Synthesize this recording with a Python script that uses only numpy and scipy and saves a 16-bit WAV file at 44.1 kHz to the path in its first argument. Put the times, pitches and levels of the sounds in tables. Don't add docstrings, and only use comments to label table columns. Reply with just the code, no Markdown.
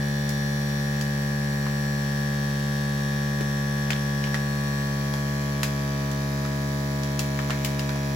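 import sys
import numpy as np
from scipy import signal
from scipy.fft import rfft, irfft, next_fast_len
from scipy.io import wavfile

SR = 44100
rng = np.random.default_rng(int(sys.argv[2]) if len(sys.argv) > 2 else 0)


def wav_record(signal):
    frames = np.transpose(np.atleast_2d(signal))
    bounded = np.clip(frames, -1, 1)
    quanta = np.round(bounded * 32767).astype(np.int16)
    wavfile.write(sys.argv[1], SR, quanta)


N = 359415
TIME = np.arange(N) / SR


def from_db(db):
    return 10 ** (np.asarray(db) / 20)


def rms_one(x):
    return x / np.sqrt(np.mean(x ** 2) + 1e-20)


def in_time(rows):
    return np.interp(TIME, *np.transpose(rows))


def at_hz(points, hz, axis=1):
    points = np.array(points, float)
    return np.interp(np.log(np.maximum(hz, 1)), np.log(points[:, 0]), points[:, axis])


def pan(lean_db):
    gains = from_db(np.array([[1], [-1]]) * lean_db / 2)
    return gains / np.sqrt(np.mean(gains ** 2, axis=0))


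def resonance(hz, centre, width):
    return 1 / (1 + (2 * (hz - centre) / width) ** 2)


def colour(x, points, rings=(), lean=None):
    size = 2 * next_fast_len(x.shape[-1] // 2 + SR // 10)
    hz = np.arange(size // 2 + 1) * SR / size
    level_db = at_hz(points, hz)
    for centre, width, db in rings:
        level_db = level_db + db * resonance(hz, centre, width)
    cepstrum = irfft(np.log(from_db(level_db)))
    cepstrum[1:size // 2] *= 2
    cepstrum[size // 2 + 1:] = 0
    response = np.exp(rfft(cepstrum))
    if lean:
        response = response * pan(at_hz(lean, hz))
    return irfft(rfft(x, size) * response)[..., :x.shape[-1]]


def drift(rate):
    knots = rng.standard_normal(N // 20)
    return np.interp(TIME * rate, np.arange(len(knots)), knots)


def stereo_noise(size, alike):
    alike = np.clip(alike, 0, 1)
    shared = np.sqrt(alike) * rng.standard_normal(size)
    return shared + np.sqrt(1 - alike) * rng.standard_normal((2, size))


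def dying(t60, alike, size=SR // 2):
    fall = from_db(-60 * TIME[:size] / t60)
    return rms_one(stereo_noise(size, alike) * fall) / np.sqrt(size)


def gate(turns, at, depth_db):
    return rms_one(from_db(depth_db * np.cos(2 * np.pi * (turns - at))))


# (time [s], speed [turns/s])
SPEED = [(0, 71.458), (1.5, 71.172), (4.3, 70.777), (6.6, 70.133), (8.15, 69.849)]


def shaft():
    return np.cumsum(in_time(SPEED) + .025 * drift(25)) / SR - .11


CREEP_PER_S, TIGHT_AT_S, TIGHTENING_S, TIGHT_LOAD = 0.012, 5.07, 0.43, 0.97


def suction():
    closing = TIGHT_LOAD / (1 + np.exp((TIGHT_AT_S - TIME) / TIGHTENING_S))
    return CREEP_PER_S * TIME + closing - .05


# (frequency [Hz], added lag [cycles], random scatter [rad])
LAG = [(212, 0, .03), (355, .8, .2), (430, .85, .9), (800, 1.35, 1.1), (1400, 2.0, 1.5), (1560, 2.05, .2),
       (1950, 2.35, .2), (2150, 2.3, 1.2)]
WHINE_TOP_HZ = 2150
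REFLECTED_HALF_HZ, REFLECTED_MOST = 560, 0.86


def hum(turns, load, waver_db):
    out, behind = np.zeros((2, N)), 0
    speed = in_time(SPEED)[::2000]
    for order in range(1, int(WHINE_TOP_HZ / speed.mean()) + 1):
        hz = order * speed.mean()
        free_db, loaded_db, lean_db = partial(order, speed)
        reflected = REFLECTED_MOST / (1 + (REFLECTED_HALF_HZ / hz) ** 4)
        behind += at_hz(LAG, hz)
        scatter = at_hz(LAG, hz, axis=2) * rng.normal()
        angle = (2 * np.pi * ((order * turns - behind) % 1) + scatter).astype(np.float32)
        waver = waver_db * hz / 1000 * drift(9)
        level = from_db(free_db + load * (loaded_db - free_db) + waver)
        gains = pan(lean_db)
        side = gains.min(axis=0) * reflected * rng.choice([-1, 1])
        direct = np.sqrt(np.abs(gains ** 2 - side ** 2)) * np.cos(angle)
        out += level * (direct + side * np.array([[1], [-1]]) * np.sin(angle))
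    return out


# (multiple of the speed, free-flow level [dB], loaded level [dB], left-right lean [dB])
HUM = [(1, -41.8, -39.1, 0.9), (2, -27.7, -28.6, 0.2), (3, -31.6, -33.9, 2.3), (4, -52, -40.7, 4.6),
       (5, -44.5, -44.0, 8.7), (6, -48.3, -46.5, -8.2), (7, -46.3, -46.2, -1.3), (8, -43.7, -46.6, -8.2),
       (9, -50, -40.7, -7.9), (10, -61, -51, -2.4), (11, -47.5, -53.2, 2.7), (12, -50.5, -48.5, 0.5)]
# (frequency [Hz], width [Hz], free-flow boost [dB], loaded boost [dB], left-right lean [dB])
CAVITIES = [(978, 28, 16.5, 12, -7.5), (1129.3, 23, 14, 12.5, 19), (1194, 18.5, -2.5, 2.5, 12),
            (1265, 8.5, -4, 6, -5), (1614, 54, 9.5, -2, 2), (1693.6, 94, 16.5, 12, 8),
            (1835.4, 122, 13, 7, -2.5)]
WHINE_DB, WHINE_LOAD_DB, WHINE_LEAN_DB = -58, 1, -1.5


def partial(order, speed):
    if order <= len(HUM):
        return HUM[order - 1][1:]
    hz = order * speed
    free, loaded, lean = sum(np.outer(dbs, resonance(hz, centre, width))
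                             for centre, width, *dbs in CAVITIES)
    when = np.linspace(0, TIME[-1], len(hz))
    free_db = np.interp(TIME, when, WHINE_DB + free)
    loaded_db = np.interp(TIME, when, WHINE_DB + WHINE_LOAD_DB + loaded)
    return free_db, loaded_db, WHINE_LEAN_DB + lean.mean()


# (share of a turn, relative level [dB])
VALVES = [(.44, -1.5), (.9, 0.5)]
# (frequency [Hz], relative level [dB])
TICK = [(1900, -33.5), (2200, -0.5), (2700, -3.5), (3600, 0), (4500, -2), (5300, -4.5), (5800, 0),
        (6400, -7), (7600, -6.5), (8500, -26), (9600, -13.5), (15500, -11)]
# (frequency [Hz], width [Hz], free-flow [dB], loaded [dB])
BODY = [(2356, 240, 0.5, 8), (3010, 38, 8, 4), (3330, 34, 9, 10), (4288, 59, 12, 7), (4980, 140, 2, 7),
        (5660, 144, 10, 1.5), (7100, 180, -2, 2.5), (7750, 260, 8.5, 1.5), (9600, 160, 5, -11)]
# (frequency [Hz], left-right lean [dB])
LEAN = [(60, 3), (110, -7), (200, 8), (380, -7), (700, -6), (1290, -9), (2380, 6), (4400, 2), (8120, -2),
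        (15000, -6.5)]


def valves(turns, load, jitter_s, uneven_db, ring_t60, room_db):
    free, tight, count = np.zeros((2, N)), np.zeros((2, N)), int(turns[-1])
    for share, level_db in VALVES:
        shut_turns = np.arange(count) + share
        when = np.interp(shut_turns, turns, TIME) + jitter_s * rng.standard_normal(count)
        force = from_db(level_db + uneven_db * rng.standard_normal(count))
        taps = (when * SR).astype(int)[:, None] + np.arange(-6, 7)
        clicks = np.zeros(N)
        clicks[np.clip(taps, 0, N - 1)] = force[:, None] * np.sinc(taps - when[:, None] * SR)
        for state in (free, tight):
            housing = dying(ring_t60, alike=0.01) + from_db(room_db) * dying(t60=0.42, alike=0.043)
            state += signal.oaconvolve(clicks[None], housing, axes=1)[:, :N]
    free_rings = [(hz, width, free_db) for hz, width, free_db, _ in BODY]
    tight_rings = [(hz, width, loaded_db) for hz, width, _, loaded_db in BODY]
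    free = rms_one(colour(free, TICK, free_rings, LEAN))
    tight = rms_one(colour(tight, TICK, tight_rings, LEAN))
    return np.cos(load * np.pi / 2) * free + np.sin(load * np.pi / 2) * tight


# (frequency [Hz], relative density [dB/Hz])
RUSH = [(25, 1), (60, 2.5), (170, 9.5), (400, 0), (1300, 0), (2050, 0.5), (2650, -3), (4400, -1.5),
        (5800, -3), (7600, -7.5), (8600, -12.5), (10300, -3.5), (12000, -11), (15500, -9.5)]


def air(turns):
    strokes = gate(turns, at=0.87, depth_db=2.0) * gate(2 * turns, at=0.57, depth_db=-1.5)
    flow = stereo_noise(N, alike=0.089) * strokes
    rings = [(hz, width, 0.46 * (free_db + loaded_db)) for hz, width, free_db, loaded_db in BODY]
    return rms_one(colour(flow, RUSH, rings, LEAN))


# (frequency [Hz], relative density [dB/Hz])
PUFF = [(1200, -20), (1520, -15), (1710, 6), (1860, 0.5), (2300, -18.5)]


def exhaust(turns):
    puff = stereo_noise(N, alike=0.025) * gate(turns, at=.19, depth_db=5)
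    return pan(1.5) * rms_one(colour(puff, PUFF))


# (peak time [s], half length [s],
# relative level [dB], multiple of the speed, share of a turn, swell within the turn [dB])
BUZZES = [(0, 1.2, -47.5, 48, .5, 4), (1.0, 1.2, -53, 81, .9, 10), (2.9, .9, -52, 53, .5, 3),
          (3.4, 1.2, -51, 48, .5, 4), (4.3, 1.0, -55, 81, .9, 10), (5.7, 1.0, -52, 31, .2, 6),
          (8.1, .9, -48.5, 35, .9, 16), (8.1, .7, -48, 82, .9, 5)]


def flap(turns):
    out = np.zeros(N)
    for peak_s, half_s, level_db, order, share, swell_db in BUZZES:
        level = from_db(level_db + 1.1 * drift(40)) / (1 + ((TIME - peak_s) / half_s) ** 2)
        tone = np.cos(2 * np.pi * order * turns)
        out += level * rms_one(gate(turns, share, swell_db) * tone)
    return out


# (time [s], relative level at strongest pitch [dB], that pitch [Hz], fall to either side [dB/octave])
SNAPS = [(0.2914, -0.5, 2270, 2.0), (1.0118, 0.5, 3720, 7), (1.666, 7, 970, 9), (2.6266, -9, 1700, 6),
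         (3.4087, 14, 300, 5.5), (3.905, 14.8, 1830, 9), (3.922, 6.5, 2650, 22), (4.24, 7, 2540, 15.8),
         (4.273, 5, 1010, 9.0), (4.3439, 13, 1440, 8.6), (5.138, 9.5, 990, 6.5), (5.632, 13, 1950, 5),
         (6.1144, -4.5, 3730, 6), (6.4515, 5, 1510, 10.5), (7.034, -1, 3840, 10), (7.193, 8, 2670, 3.5),
         (7.3903, 11.5, 1410, 11), (7.498, 8, 1100, 9), (7.5055, 15, 1660, 10.5), (7.6476, 10, 2200, 4.5),
         (7.794, 5, 3100, 9), (7.8925, 8, 1520, 9.5), (7.9577, 3, 890, 7)]
# (time [s], level against the crack of the snap before [dB])
RUNS = [(3.9098, -12), (3.932, 3), (3.963, -5), (4.35, -7), (5.645, -19), (5.661, -16)]
# (frequency [Hz], width [Hz], boost [dB])
SHEET = [(2480, 170, -0.5), (2870, 240, -2.5), (5030, 210, 7), (6900, 1100, 5), (8860, 830, -6)]
# (delay [s], level [dB])
ECHOES = [(.0034, -9), (0.0123, -10), (.019, -36)]


def film(crack_t60, shiver_db, shiver_t60, shiver_low_hz, room_db, room_t60, spread_db):
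    out = np.zeros((2, N + SR))
    thin = signal.butter(1, shiver_low_hz, "high", fs=SR, output="sos")
    for s, level_db, pitch_hz, fall_db in SNAPS:
        spectrum = snap_spectrum(level_db, pitch_hz, fall_db)
        crack = dying(crack_t60, alike=0.17)
        shiver_gain = from_db(shiver_db + 0.16 * spectrum[-1, 1])
        shiver = shiver_gain * signal.sosfilt(thin, dying(shiver_t60, alike=0.21))
        snap = crack + shiver + from_db(room_db) * dying(room_t60, alike=0.069)
        for delay, echo_db in ECHOES:
            echo = [np.roll(side, int(delay * rng.uniform(0.58, 1.15) * SR)) for side in crack]
            snap += from_db(echo_db) * np.array(echo)
        next_s = min([row[0] for row in SNAPS if row[0] > s], default=np.inf)
        for slip_s, slip_db in RUNS:
            if s < slip_s < next_s:
                slip = dying(crack_t60, alike=0.16)
                snap += from_db(slip_db) * np.roll(slip, int((slip_s - s) * SR), axis=1)
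        facets = [(pitch_hz * 2 ** rng.uniform(-0.3, 0.48), 0.12 * pitch_hz, 4) for _ in range(2)]
        snap = colour(snap, spectrum, SHEET + facets) * pan(spread_db * rng.normal())
        start = int(s * SR)
        out[:, start:start + snap.shape[1]] += snap
    return out[:, :N]


SNAP_CREST_OCTAVES = 0.47
SNAP_BASS_SHARE = 0.66


def snap_spectrum(level_db, pitch_hz, fall_db):
    hz = np.geomspace(60, 16000, 40)
    away = np.hypot(SNAP_CREST_OCTAVES, np.log2(hz / pitch_hz)) - SNAP_CREST_OCTAVES
    slope_share = np.where(hz < pitch_hz, SNAP_BASS_SHARE, 1)
    return np.column_stack([hz, level_db - fall_db * away * slope_share])


def scene():
    load = suction()
    turns = shaft()
    drone = from_db(3.0) * hum(turns, load, waver_db=0.5)
    clatter = valves(turns, load, jitter_s=.000004, uneven_db=1.0, ring_t60=.008, room_db=2)
    ticks = from_db(-41.5 - 0.79 * load) * clatter
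    rush = from_db(-42.5 - 1.0 * load) * air(turns)
    puffs = from_db(-51.5 - 11.0 * load) * exhaust(turns)
    buzzes = from_db(-5.5) * pan(1.5) * flap(turns)
    crackle = from_db(-6.0) * film(crack_t60=.012, shiver_db=0, shiver_t60=.15, shiver_low_hz=1700,
                                   room_db=-4.2, room_t60=.33, spread_db=1.0)
    return drone + ticks + rush + puffs + buzzes + crackle


CUTOFF_HZ = 15850


def record(dry):
    return signal.sosfilt(signal.ellip(12, .1, 90, CUTOFF_HZ, fs=SR, output="sos"), dry)


dry = scene()
out = record(dry)
wav_record(out)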